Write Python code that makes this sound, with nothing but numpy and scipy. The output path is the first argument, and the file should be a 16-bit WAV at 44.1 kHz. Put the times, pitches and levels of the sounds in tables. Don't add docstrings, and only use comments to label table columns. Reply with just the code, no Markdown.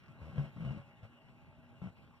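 import sys
import numpy as np
from scipy import signal
from scipy.fft import rfft, irfft
from scipy.io import wavfile
from scipy.ndimage import uniform_filter1d

SR = 44100
rng = np.random.default_rng(int(sys.argv[2]) if len(sys.argv) > 2 else 0)


def persist_wave(psi):
    counts = np.round(np.clip(psi, -1, 1) * 32767).astype(np.int16)
    wavfile.write(sys.argv[1], SR, np.atleast_2d(counts).T)


N = 97020

# f/Hz, relative level/dB
RUSH_SPECTRUM = [(20, -4.5), (45, -7), (75, -1), (130, 4), (200, -5.5), (270, -8), (350, -11.5),
                 (470, -17.5), (600, -18), (850, -14), (1150, -18.5), (1500, -18), (1900, -19.5),
                 (2200, -16), (2550, -19.5), (2850, -23), (3400, -30), (4300, -34), (5500, -39),
                 (7000, -43.5), (10000, -48), (15000, -48.5)]
# t/s, level/dB
RUSH_LEVEL = [(0, -60.5), (.2, -58), (0.499, -56), (0.901, -60), (1.3, -60), (1.55, -62), (1.78, -58.5),
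              (1.95, -59.5), (2.08, -58.5), (2.2, -61)]
def flame_rush(patch_db=2.45, flicker_db=-1):
    cells = signal.stft(rng.standard_normal((2, N)), nperseg=512, noverlap=384)[2]
    patches = uniform_filter1d(rng.standard_normal(cells.shape[1:]), size=6, axis=0)
    patches = unit(uniform_filter1d(patches, size=20, axis=1))
    flicker = unit(uniform_filter1d(rng.standard_normal(cells.shape[2]), size=8))
    cells = cells * amp(patch_db * patches + flicker_db * flicker)
    noise = signal.istft(cells, nperseg=512, noverlap=384)[1][:, :N]
    return ports(unit(noise), RUSH_SPECTRUM) * fader(RUSH_LEVEL)


# t/s, level/dB, decay/s
SPITS = [(0, -65.5, 0.028), (.036, -63, 0.0089), (.06, -62.5, 0.0072), (.082, -62, 0.011)]
# f/Hz, relative level/dB
SPIT_SPECTRUM = [(500, -27), (1200, 6), (2200, 3.5), (3200, -12.5), (4500, -13), (5600, -11.5), (7000, -28),
                 (15000, -39)]
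# f/Hz, relative level/dB
SIZZLE_SPECTRUM = [(2000, -21), (5500, 2), (8000, -1), (15000, -0.5)]
def sputter(sizzle_db=-94, bubbles_per_s=1100, spread_db=2.5):
    spits = air(sum(amp(db) * puff(s, decay_s) for s, db, decay_s in SPITS), SPIT_SPECTRUM)
    bursts = rng.random(N) < bubbles_per_s / SR
    sizes = amp(spread_db * np.minimum(rng.exponential(1, N), 2))
    return spits + amp(sizzle_db) * air(unit(bursts * sizes), SIZZLE_SPECTRUM)


# t/s, length/s, rumble/dB, hiss/dB, ring/Hz, decay/s, flutter/Hz, hollow/Hz
GUSTS = [(.086, 0.019, -55, -79, 144, 0.029, 56.5, 1180), (0.216, 0.08, -49, -59.5, 108, 0.0034, 77.4, 593),
         (.296, 0.054, -53.5, -62, 149, 0.0082, 59, 796), (.355, 0.026, -44.5, -58, 168, 0.012, 67, 585),
         (0.386, 0.071, -44.5, -54.5, 150.4, 0.0046, 71, 647),
         (0.458, 0.042, -61, -65.5, 220, 0.0043, 57, 835),
         (.561, .038, -45.5, -61.5, 169, 0.0094, 53.6, 540),
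         (.604, .041, -41.5, -56.5, 157.4, 0.013, 56.3, 502),
         (0.647, 0.067, -38, -56, 128, 0.0079, 69, 670), (0.715, 0.063, -49, -58.5, 190, 0.0091, 43.3, 885),
         (0.774, 0.04, -53, -65, 147, 0.0093, 46, 880), (.919, 0.081, -66.5, -85, 158, 0.0035, 58.5, 870),
         (1.03, 0.028, -60.5, -59.5, 110, 0.0046, 56, 1114),
         (1.274, 0.059, -61, -75.5, 136, 0.027, 42, 1420),
         (1.824, 0.043, -43.5, -58.5, 174.7, 0.012, 62, 1013),
         (1.88, 0.017, -53, -62, 104, 0.0052, 51, 620)]
# f/Hz, relative level/dB
CHURN_SPECTRUM = [(20, -30), (45, -37.5), (80, 0), (140, -2), (220, 16.5), (330, -48), (600, -48.5),
                  (2000, -99)]
# f/Hz, relative level/dB
HISS_SPECTRUM = [(60, -21), (250, -2), (360, -10), (550, 0), (750, -2.5), (1100, -5.5), (1550, -5.5),
                 (1900, -9), (2200, -3.5), (2550, -11.5), (2850, -8), (3300, -18.5), (4300, -23),
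                 (5600, -25), (6700, -34), (8000, -32.5), (10000, -38.5), (15000, -42.5)]
def gusts(attack_s=0.0038, release_s=0.013, jitter=0.039, spread_db=0.85,
          puff_share=0.2, churn_db=-16, howl_db=-9.5):
    rumble, swell, breeze, howl = np.zeros((4, N))
    for start, length, rumble_db, hiss_db, ring_hz, ring_s, flutter_hz, hollow_hz in GUSTS:
        envelope = np.minimum(since(start) / attack_s, 1) * np.exp(-since(start + length) / release_s)
        timing, strength = rng.standard_normal((12, 2)).T
        times = start + (np.arange(len(timing)) + jitter * timing) / flutter_hz
        sizes = amp(spread_db * strength) * (times < start + length + release_s)
        thumps = sum(size * thump(s, ring_hz, ring_s) for s, size in zip(times, sizes)) * envelope
        puffs = sum(size * puff(s, decay_s=0.0049) for s, size in zip(times, sizes))
        hiss_gain = amp(hiss_db) * envelope * (1 - puff_share + 2 * puff_share * puffs)
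        rumble += amp(rumble_db) * unit(thumps) * np.sqrt(np.mean(envelope ** 2))
        swell += amp(rumble_db) * envelope
        breeze += hiss_gain
        howl += amp(howl_db) * hiss_gain * band(hollow_hz, width_hz=37)
    churn = amp(churn_db) * air(swell, CHURN_SPECTRUM)
    return across_ports(rumble) + churn + air(breeze, HISS_SPECTRUM) + howl


# t/s, thump/dB, slap/dB, ring/Hz, decay/s
BUFFETS = [(0.2151, -46, -53.5, 86, 0.019), (0.3814, -26, -38.5, 139.5, 0.036),
           (0.3949, -32.5, -45, 141.4, 0.039), (0.438, -39.5, -59, 145, 0.0096),
           (0.5702, -39.5, -50.5, 150, .008), (0.7079, -40, -49.5, 175, 0.009),
           (.729, -33.5, -54.5, 182.5, 0.01), (.747, -31.5, -53, 175, 0.0043),
           (0.7717, -33.5, -61, 165, 0.0028), (1.029, -43.5, -53.5, 110, 0.017),
           (1.048, -50, -75, 110, 0.0083), (1.8177, -33.5, -48.5, 142, 0.0094),
           (1.8718, -39.5, -50, 161, 0.0074)]
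# f/Hz, relative level/dB
SLAP_SPECTRUM = [(100, 5.5), (450, -6), (1000, -9.5), (1600, -6), (2000, -15.5), (3000, -19), (5000, -34),
                 (15000, -66.5)]
def buffets(front_over_slap_db=3, front_s=0.00043, slap_s=0.005):
    thumps = sum(amp(db) * thump(s, hz, decay_s) for s, db, _, hz, decay_s in BUFFETS)
    fronts = sum(amp(db + front_over_slap_db) * puff(s, front_s) for s, _, db, _, _ in BUFFETS)
    slaps = sum(amp(db) * puff(s, slap_s) for s, _, db, _, _ in BUFFETS)
    return across_ports(thumps) + pop(fronts) + air(slaps, SLAP_SPECTRUM)


# t/s, level/dB
WHISTLE_LEVEL = [(0, -77.5), (.3, -89), (.4, -68.5), (.53, -77), (.62, -83), (0.681, -57.5), (.76, -75.5),
                 (.93, -74), (1.05, -79), (1.2, -71), (1.45, -84.5), (1.86, -78), (2.2, -87)]
def wind_whistle():
    hz = np.fft.rfftfreq(N, 1 / SR)
    left = band(centre_hz=2868, width_hz=110) * fader(WHISTLE_LEVEL)
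    to_right = amp(-read(PORT_BALANCE, hz)) * np.exp(-1j * read(PORT_PHASE, hz))
    return np.array([left, irfft(rfft(left) * to_right, N)])


# t/s, level/dB
CRACKLES = [(0.169, -52), (.193, -56), (0.319, -54), (.347, -43), (1.435, -53), (1.448, -48),
            (1.471, -48.5), (1.529, -47), (1.972, -47.5), (2.076, -45.5)]
def crackles():
    return pop(sum(amp(db) * puff(s, decay_s=0.00009) for s, db in CRACKLES))


# t/s, level/dB
HUM_LEVEL = [(0, -75), (1.04, -74), (1.13, -64.5), (1.21, -73.5), (1.31, -68), (1.45, -69), (1.51, -76),
             (1.58, -67.5), (1.71, -65), (1.78, -71), (2.05, -75), (2.2, -72)]
# f/Hz, width/Hz, level/dB
DRONE_BANDS = [(601.7, 10, -80.5), (649, 10, -78.5), (814, 10, -78.5), (886, 5.6, -81.5), (1131, 39, -85.5)]
def hum(drone_rise_s=0.11):
    phase = np.angle(signal.hilbert(band(centre_hz=236.9, width_hz=8.1)))
    drone = sum(amp(db) * band(hz, width) for hz, width, db in DRONE_BANDS)
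    return fader(HUM_LEVEL) * unit(np.cos(phase)) + drone * np.minimum(since(0) / drone_rise_s, 1)


# f/Hz, left lead/rad
PORT_PHASE = [(200, 0.5), (800, 0.36), (1300, -0.17), (1560, 1.34), (1700, -2), (1850, -3), (2450, -3),
              (2700, -5), (2980, -4.5), (3120, -6), (3950, -6), (4250, -4), (4750, -4), (5150, -4.5),
              (5850, -6), (6300, -1), (7100, -5.5), (7800, -5.5)]
# f/Hz, coherence/0-1
PORT_COHERENCE = [(80, 0.18), (350, 0.55), (600, 0.88), (1100, 0.95), (1450, 1), (1700, 0.22), (2100, 0.97),
                  (3300, 0.83), (4000, 0.79), (4600, 1), (6500, 0.65), (12000, 0.074)]
# f/Hz, left minus right/dB
PORT_BALANCE = [(140, 1), (300, -4), (600, 0.9), (800, 0), (2000, -1), (2550, 1.5), (2850, 6), (3200, 0.5),
                (8000, 2), (15000, 1)]
# f/Hz, width/Hz, gain/dB
HOLLOW_COLOUR = [(421, 17, 1.5), (497.4, 8.7, 8), (562, 15, 10.5), (651, 23, 4.5), (902, 20, 2.5),
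                 (920, 40, -3), (1091, 12, 6.5), (1274, 15, -8), (1342, 22, 3), (1749, 39, -12.5),
                 (3110, 31, -8), (3204, 86, 5.5)]
def ports(pair, spectrum):
    hz = np.fft.rfftfreq(N, 1 / SR)
    left, other = rfft(pair)
    hollow_db = sum(db * np.exp(-((hz - centre) / width) ** 2) for centre, width, db in HOLLOW_COLOUR)
    colour = unit(amp(read(spectrum, hz) + hollow_db))
    coherence = np.clip(read(PORT_COHERENCE, hz), 0, 1)
    blend = coherence * left + np.sqrt(1 - coherence ** 2) * other
    right = blend * np.exp(-1j * read(PORT_PHASE, hz))
    tilt_db = read(PORT_BALANCE, hz) / 2
    return irfft(np.array([left * amp(tilt_db), right * amp(-tilt_db)]) * colour, N)


def across_ports(pressure, balance_db=4.5, lead_rad=0.84):
    right = (signal.hilbert(pressure) * np.exp(1j * lead_rad)).real
    return np.array([pressure * amp(balance_db / 2), right * amp(-balance_db / 2)])


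def air(envelope, spectrum):
    return ports(rng.standard_normal((2, N)) * envelope, spectrum)


def pop(pulses):
    return ports(np.array([-pulses, np.zeros(N)]), SLAP_SPECTRUM)


def thump(s, hz, decay_s, rise_s=0.0014):
    t = since(s)
    return -np.sin(2 * np.pi * hz * t) * np.exp(-t / decay_s) * (1 - np.exp(-t / rise_s))


def puff(s, decay_s):
    t = since(s)
    return (t > 0) * np.exp(-t / decay_s)


def band(centre_hz, width_hz):
    hz = np.fft.rfftfreq(N, 1 / SR)
    bell = np.exp(-((hz - centre_hz) / width_hz) ** 2)
    return unit(irfft(rfft(rng.standard_normal(N)) * bell, N))


def fader(points):
    return amp(np.interp(since(0), *np.transpose(points)))


def read(points, hz):
    f, value = np.transpose(points)
    return np.interp(np.log(hz + 1), np.log(f + 1), value)


def since(s):
    return np.maximum(np.arange(N) / SR - s, 0)


def amp(db):
    return 10 ** (np.asarray(db) / 20)


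def unit(x):
    return x / np.sqrt(np.mean(x ** 2) + 1e-20)


def scene():
    return flame_rush() + wind_whistle() + hum() + crackles() + sputter() + gusts() + buffets()


def record(dry, low_cut_hz=58, band_limit_hz=15450):
    cut = signal.sosfilt(signal.butter(2, low_cut_hz, "high", fs=SR, output="sos"), dry)
    lowpass = signal.firwin(511, band_limit_hz, window=("kaiser", 9), fs=SR)
    return signal.oaconvolve(cut, lowpass[None], "same")


dry = scene()
out = record(dry)
persist_wave(out)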